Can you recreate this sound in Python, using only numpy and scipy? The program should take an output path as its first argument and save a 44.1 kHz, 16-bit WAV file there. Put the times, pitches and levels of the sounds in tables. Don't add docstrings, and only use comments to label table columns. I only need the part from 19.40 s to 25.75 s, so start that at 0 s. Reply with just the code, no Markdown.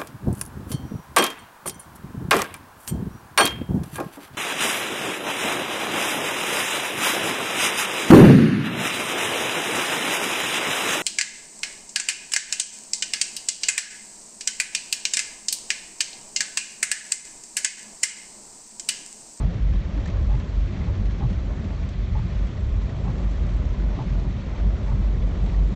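import sys
import numpy as np
from scipy import signal
from scipy.io import wavfile
from scipy.ndimage import uniform_filter1d

SR = 44100
rng = np.random.default_rng(int(sys.argv[2]) if len(sys.argv) > 2 else 0)


def attenuation_scalar(level_db):
    decades = np.asarray(level_db, float) / 20
    return 10 ** decades


def digitize_waveform(pressure):
    field = np.atleast_2d(pressure).T
    bounded = np.clip(field, -1, 1)
    quanta = np.round(bounded * 32767).astype(np.int16)
    wavfile.write(sys.argv[1], SR, quanta)


N = 280035


def evened(x):
    return x / np.sqrt(np.mean(x ** 2) + 1e-20)


def add(mix, s, sound):
    part = mix[max(round(s * SR), 0):][:len(sound)]
    part += sound[:len(part)]


def lobe(hz, length_s, phase, power):
    t = np.arange(0, length_s, 1 / SR)
    return np.sin(2 * np.pi * hz * t + phase) * np.sin(np.pi * t / length_s) ** power


def resonate(x, hz, width_hz):
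    turn = np.exp(2j * np.pi * np.cumsum(hz * np.ones(len(x))) / SR)
    pole = np.exp(-np.pi * width_hz / SR)
    smooth = signal.lfilter([1 - pole], [1, -pole], x / turn)
    return 2 * (turn * smooth).real


def drift(smooth_s):
    span = int(smooth_s * SR)
    once = uniform_filter1d(rng.standard_normal(N), span)
    return evened(uniform_filter1d(once, span))


def wash(spectrum, size, patchy_db, flicker_db):
    frames, hz = 4 * N // size + 9, np.fft.rfftfreq(size, 1 / SR)
    real, imaginary, patches = rng.standard_normal((frames, len(hz), 3)).T
    patches = uniform_filter1d(patches, size=10, axis=0)
    patches = evened(uniform_filter1d(patches, size=8, axis=1))
    flicker = evened(uniform_filter1d(rng.standard_normal(frames), size=4))
    f, db = np.transpose(spectrum)
    colour_db = np.interp(np.log(hz + 1), np.log(f + 1), db, left=-120, right=-120)
    gain = attenuation_scalar(colour_db[:, None] + patchy_db * patches + flicker_db * flicker)
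    noise = signal.istft((real + 1j * imaginary) * gain, nperseg=size, noverlap=3 * size // 4)[1]
    return evened(noise[size:N + size])


# time_s, pressure_db
FLOW = [(0, -41), (.15, -45), (.45, -45.5), (.6, -42), (1.3, -44.5), (1.47, -41), (1.65, -45), (2.2, -43),
        (2.55, -46.5), (3.5, -43), (3.7, -41), (4.1, -43), (4.6, -40.5), (4.95, -43), (5.15, -41),
        (5.9, -41.5), (6.08, -39.5), (6.35, -41)]


def pressed(rest_db, share, chance_db, span_s):
    time_s, pressure_db = np.transpose(FLOW)
    flow_db = np.interp(np.arange(N) / SR, time_s, pressure_db)
    return attenuation_scalar(rest_db + share * (flow_db - flow_db.mean()) + chance_db * drift(span_s))


# middle_s, rise_db, length_s
HEAVES = [(.05, 7.5, .14), (.3, 5, 0.27), (0.851, 8, 0.21), (1.03, 4, .12), (1.533, 8.5, 0.3),
          (1.744, 4.5, .15), (1.981, 4, .25), (2.348, 4.5, .14), (2.468, 2, 0.087), (2.762, 4, 0.17),
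          (3.252, 6.5, .25), (3.43, 5.5, 0.18), (3.73, 6, 0.11), (4.25, 3, .3), (4.66, 1, .12),
          (5.25, 5.5, .15), (5.599, 5.5, 0.35)]


def heaving():
    up_db = np.zeros(N + SR)
    for s, db, length in HEAVES:
        add(up_db, 1 + s - length / 2, db * np.hanning(int(length * SR)))
    return attenuation_scalar(up_db[SR:])


# frequency_hz, level_db
RUMBLE = [(18, -36), (27, -20), (33, -5), (48, -8.5), (62, -2.5), (80, -2), (100, -7), (125, -25)]


def rumble():
    gain = pressed(rest_db=-31, share=0, chance_db=1.5, span_s=.1) * heaving()
    return gain * wash(RUMBLE, size=8192, patchy_db=.36, flicker_db=.3)


# frequency_hz, level_db
DRUMMING = [(75, -21), (100, 2.5), (125, -0.5), (150, -3.5), (185, -1.5), (215, -6.5), (260, -16.5),
            (300, -19), (390, -42.5)]


def drumming():
    gain = pressed(rest_db=-32.5, share=.5, chance_db=.27, span_s=.1)
    return gain * wash(DRUMMING, size=4096, patchy_db=.5, flicker_db=1.23)


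# frequency_hz, level_db
SURGE = [(130, -28.5), (220, -3.5), (329, -7.5), (386, -6), (464, -12), (586, -9), (746, -16), (1150, -20),
         (1500, -30), (1950, -51.5), (3300, -120)]


def surge():
    gain = pressed(rest_db=-41, share=.9, chance_db=.88, span_s=.04)
    return gain * wash(SURGE, size=2048, patchy_db=.54, flicker_db=0)


# frequency_hz, level_db
FIZZ = [(650, -28.5), (1100, -5), (1550, -5), (2000, -3), (2500, -6.5), (2850, -9.5), (3200, -8),
        (4300, -12), (4650, -14), (4950, -18.5), (5400, -16), (6300, -18.5), (7700, -26.5), (8300, -40)]


def fizz():
    gain = pressed(rest_db=-50, share=.14, chance_db=.5, span_s=.16)
    return gain * wash(FIZZ, size=512, patchy_db=.8, flicker_db=.79)


# frequency_hz, level_db
MISTY = [(4500, -33.5), (5500, -3.5), (6500, -1), (7700, 2.5), (8200, -11), (8800, -47.5)]


def mist():
    gain = pressed(rest_db=-73, share=.5, chance_db=2.5, span_s=.2)
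    return gain * wash(MISTY, size=512, patchy_db=3, flicker_db=-.5)


def bubbles(db, per_s, low_hz, high_hz):
    born = rng.random(N) < per_s / SR
    size = attenuation_scalar(3.5 * np.minimum(rng.exponential(1, N), 2.5)) * born
    kind, out = rng.integers(0, 16, N), np.zeros(N)
    for k, hz in enumerate(np.geomspace(low_hz, high_hz, num=16)):
        turns = np.arange(5000) / SR * hz
        envelope = turns * np.exp(-turns / 5) / np.sqrt(hz)
        ring = np.sin(2 * np.pi * turns * (1 + .002 * turns)) * envelope
        out += signal.oaconvolve(size * (kind == k), ring)[:N]
    return attenuation_scalar(db) * evened(out)


def water():
    small = bubbles(db=-57.5, per_s=250, low_hz=1001, high_hz=6000)
    gurgles = bubbles(db=-51, per_s=60, low_hz=239.2, high_hz=696)
    return rumble() + drumming() + surge() + fizz() + mist() + small + gurgles


# start_s, level_db, bright_edge_db
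SPLASHES = [(0.14, -46, -58), (0.57, -39, -54), (0.6567, -31.5, -47.5), (0.6744, -33.5, -45),
            (0.699, -35.5, -52), (0.7693, -41.5, -54.5), (0.949, -38, -57), (0.9982, -35.5, -63),
            (1.39, -42.5, -55.5), (1.4426, -38.5, -62), (1.6546, -33.5, -60), (1.7065, -37.5, -66),
            (1.9, -40, -58), (1.928, -37.5, -55), (2.2436, -38, -62), (2.489, -36.5, -46.5),
            (3.0705, -38.5, -55), (3.4173, -37.5, -60), (3.492, -37, -52.5), (3.64, -42, -52.5),
            (3.7, -37, -50), (3.78, -39.5, -54), (4.0886, -39.5, -56.5), (4.62, -38.5, -60),
            (4.72, -39.5, -59), (5.0657, -42.5, -64.5), (6.06, -36, -58)]
# frequency_hz, level_db
SPRAY = [(2500, -38), (4000, -5), (6500, 0.5), (8000, -6), (9000, -15.5), (10000, -43)]


def splashes():
    puffs, edges, t = np.zeros(N), np.zeros(N), np.arange(6000) / SR
    t60_s, rise_s = .055, .0015
    fade = attenuation_scalar(-60 * t / t60_s) * (1 - np.exp(-t / rise_s))
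    for s, db, bright_db in SPLASHES:
        add(puffs, s, attenuation_scalar(db - 6.5) * fade)
        add(edges, s, attenuation_scalar(bright_db - 5.5) * fade)
    dull = wash(FIZZ, size=512, patchy_db=1.5, flicker_db=.3)
    bright = wash(SPRAY, size=512, patchy_db=1.5, flicker_db=.3)
    return puffs * dull + edges * bright


# start_s, level_db, pitch_hz
DROPS = [
    (0.6589, -28, 1790),
    (0.6894, -34, 2120),
    (0.7422, -37, 1460),
    (1.4142, -32, 2070),
    (6.1459, -35, 1876),
]


def drops():
    out, t = np.zeros(N), np.arange(6000) / SR
    t60_s, rise_s = .04, .0015
    soft = 1 - np.exp(-t / rise_s)
    for s, db, hz in DROPS:
        add(out, s - .002, attenuation_scalar(db - 4 - 60 * t / t60_s) * soft * np.sin(2 * np.pi * hz * t))
    return out


# start_s, level_db
TICKS = [(0.6578, -33.5), (.677, -34), (.951, -33.5), (.999, -33), (1.657, -33.5), (1.93, -34),
         (2.4902, -28), (2.494, -40.5), (3.27, -37), (3.756, -34.5), (4.067, -34), (5.497, -37)]


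def ticks():
    out, u = np.zeros(N), np.arange(60) / SR / .00004
    for s, db in TICKS:
        add(out, s, attenuation_scalar(db) * (1 - u) * np.exp(-u))
    return out


# middle_s, level_db, pitch_hz
THUDS = [(0.084, -24, 172.5), (0.58, -30.5, 286), (0.684, -24.5, 174.7), (1.469, -26.5, 177.4),
         (1.609, -27, 206), (1.42, -26.5, 170), (1.55, -26, 105), (5.601, -28, 199.5), (5.266, -26, 138.3),
         (1.9164, -22.5, 184.4), (2.843, -24, 180), (2.842, -22.5, 109), (3.671, -25, 186),
         (4.207, -24.5, 124), (0.16, -25.5, 115), (4.05, -23.5, 122), (5.75, -24, 119), (4.56, -25.5, 110),
         (4.587, -31, 280), (4.673, -21, 170), (4.724, -23, 130), (4.826, -22, 121), (5.263, -25, 187),
         (6.017, -21.5, 127), (6.043, -24.5, 175), (6.12, -28.5, 178), (6.321, -30, 183), (6.336, -25, 121)]


def slaps():
    out, slap_s = np.zeros(N), .065
    for s, db, hz in THUDS:
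        add(out, s - slap_s / 2, attenuation_scalar(db) * lobe(hz, slap_s, 0, 2.8))
    return out


# pitch_factor, width_hz, level_db
BLADE = [(1, 95, 0), (1.25, 150, -8), (.76, 130, -8), (.45, 90, -5)]


def squeak(db, middle_hz, length_s):
    judder = rng.standard_normal(8000)[:int(length_s * SR)]
    hz = middle_hz * (1 + .12 * np.linspace(-.5, .5, len(judder)))
    ring = np.zeros(len(judder))
    for factor, width, mode_db in BLADE:
        narrow = resonate(judder, factor * hz, width)
        ring += attenuation_scalar(mode_db) * resonate(narrow, factor * hz, 2 * width)
    return attenuation_scalar(db) * evened(ring) * np.hanning(len(ring))


def slip(length_s, phases):
    return sum(attenuation_scalar(mode_db) * lobe(hz, 1.15 * length_s, np.pi * phase, 2.5) for hz, mode_db, phase in phases)


# low_turn_lateness_s, squeak_db, pitch_hz, thud_db, high_turn_squeak_db
SWEEPS = [
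    (.012, -41.5, 890, -22, -47.5),
    (0, -40, 830, -20, -45.5),
    (-.012, -38.5, 830, -15.5, -54),
    (.013, -39.5, 860, -23, -60),
    (-.003, -40, 810, -19, -60.5),
    (0, -37, 800, -23, -47),
    (0, -40.5, 900, -18, -49.5),
]
# offset_s, level_over_squeak_db, length_s
SLIP_RULE = [
    (-.022, 2, .014),
    (.002, 4.5, .012),
    (.022, 0, .015),
]


def wipers():
    sweep_s, first_turn_s, top_after_s = .9175, .008, .56
    flip_s, top_flip_s, top_hz = .09, .05, 875
    thud_after_s, thud_hz, thud_s = .025, 126, .075
    out = np.zeros(N + SR)
    chance = rng.uniform(-1.002, 1, (len(SWEEPS), len(SLIP_RULE), 5))
    for count, (late_s, db, hz, thud_db, top_db) in enumerate(SWEEPS):
        s = 1 + first_turn_s + count * sweep_s + late_s
        add(out, s - flip_s / 2, squeak(db, hz, flip_s))
        add(out, s + top_after_s - top_flip_s / 2, squeak(top_db, top_hz, top_flip_s))
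        add(out, s + thud_after_s - thud_s / 2, attenuation_scalar(thud_db) * lobe(thud_hz, thud_s, 0, 2.8))
        for (offset, over_db, length), (late, loud, *phase) in zip(SLIP_RULE, chance[count]):
            modes = [(k * hz, mode_db, p) for (k, _, mode_db), p in zip(BLADE, phase)]
            slip_s = s + offset + .005 * late - .58 * length
            slip_db = db + over_db + 2.5 * loud - 3
            add(out, slip_s, attenuation_scalar(slip_db) * slip(length, modes))
    return out[SR:]


FIRING_HZ = 48.45
# middle_s, level_db, length_s
BOOM = [(0.049, -14.5, 0.139), (0.27, -13.5, .17), (0.374, -17, .15), (0.579, -16.5, .14),
        (0.749, -18, .13), (0.923, -19, .18), (1.2, -17.5, .2), (1.663, -18, .21), (1.87, -22, .14),
        (2.12, -24.5, .3), (2.399, -19.5, .15), (2.611, -21, .18), (2.766, -15, .1), (3.027, -19.5, 0.221),
        (3.252, -21.5, .09), (3.39, -17.5, .2), (3.68, -18, .16), (3.879, -16, .22), (4.039, -18.5, .16),
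        (4.169, -15.5, .17), (4.289, -17, .13), (4.47, -17, .22), (4.749, -16.5, .2), (4.901, -18, .12),
        (5.119, -18.5, .15), (5.269, -14, .2), (5.597, -15.5, .43), (5.859, -16, .2), (6.041, -15, .15),
        (6.215, -12, .28)]


def boom():
    lead, chance = SR // 2, rng.random((len(BOOM), 2))
    swells = np.zeros(N + lead)
    for (s, db, length), (phase, off) in zip(BOOM, chance):
        hz = FIRING_HZ * (1 + .049 * (2 * off - 1))
        add(swells, s + .5 - length / 2, attenuation_scalar(db - 1.1) * lobe(hz, length, 2 * np.pi * phase, 1))
    hum_db, width_hz = -33, 10.1
    hum = resonate(rng.standard_normal(N), FIRING_HZ, width_hz)
    hum = resonate(hum, FIRING_HZ, 2 * width_hz)
    return swells[lead:] + attenuation_scalar(hum_db) * evened(hum)


# firing_rate_multiple, level_db
ORDERS_DB = [(1.5, -34.5), (2, -41), (2.5, -46)]


def orders():
    steady = 2 * np.pi * FIRING_HZ * np.arange(N) / SR
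    out = np.zeros(N)
    for multiple, db in ORDERS_DB:
        out += attenuation_scalar(db + 3.1 * drift(.028)) * np.sin(multiple * steady + 1.5 * drift(.11))
    return out


def engine():
    return boom() + orders()


def scene():
    fade_out_s = .012
    ending = np.minimum((N - np.arange(N)) / (fade_out_s * SR), 1)
    weather = splashes() + drops() + ticks()
    return ((water() + weather + slaps() + wipers() + engine()) * ending)[None]


def roll_off(x):
    return signal.sosfilt(signal.butter(12, 8260, fs=SR, output="sos"), x)


def record(dry):
    ceiling = .36
    limited = ceiling * np.tanh(dry / ceiling)
    return roll_off(limited)


dry = scene()
out = record(dry)
digitize_waveform(out)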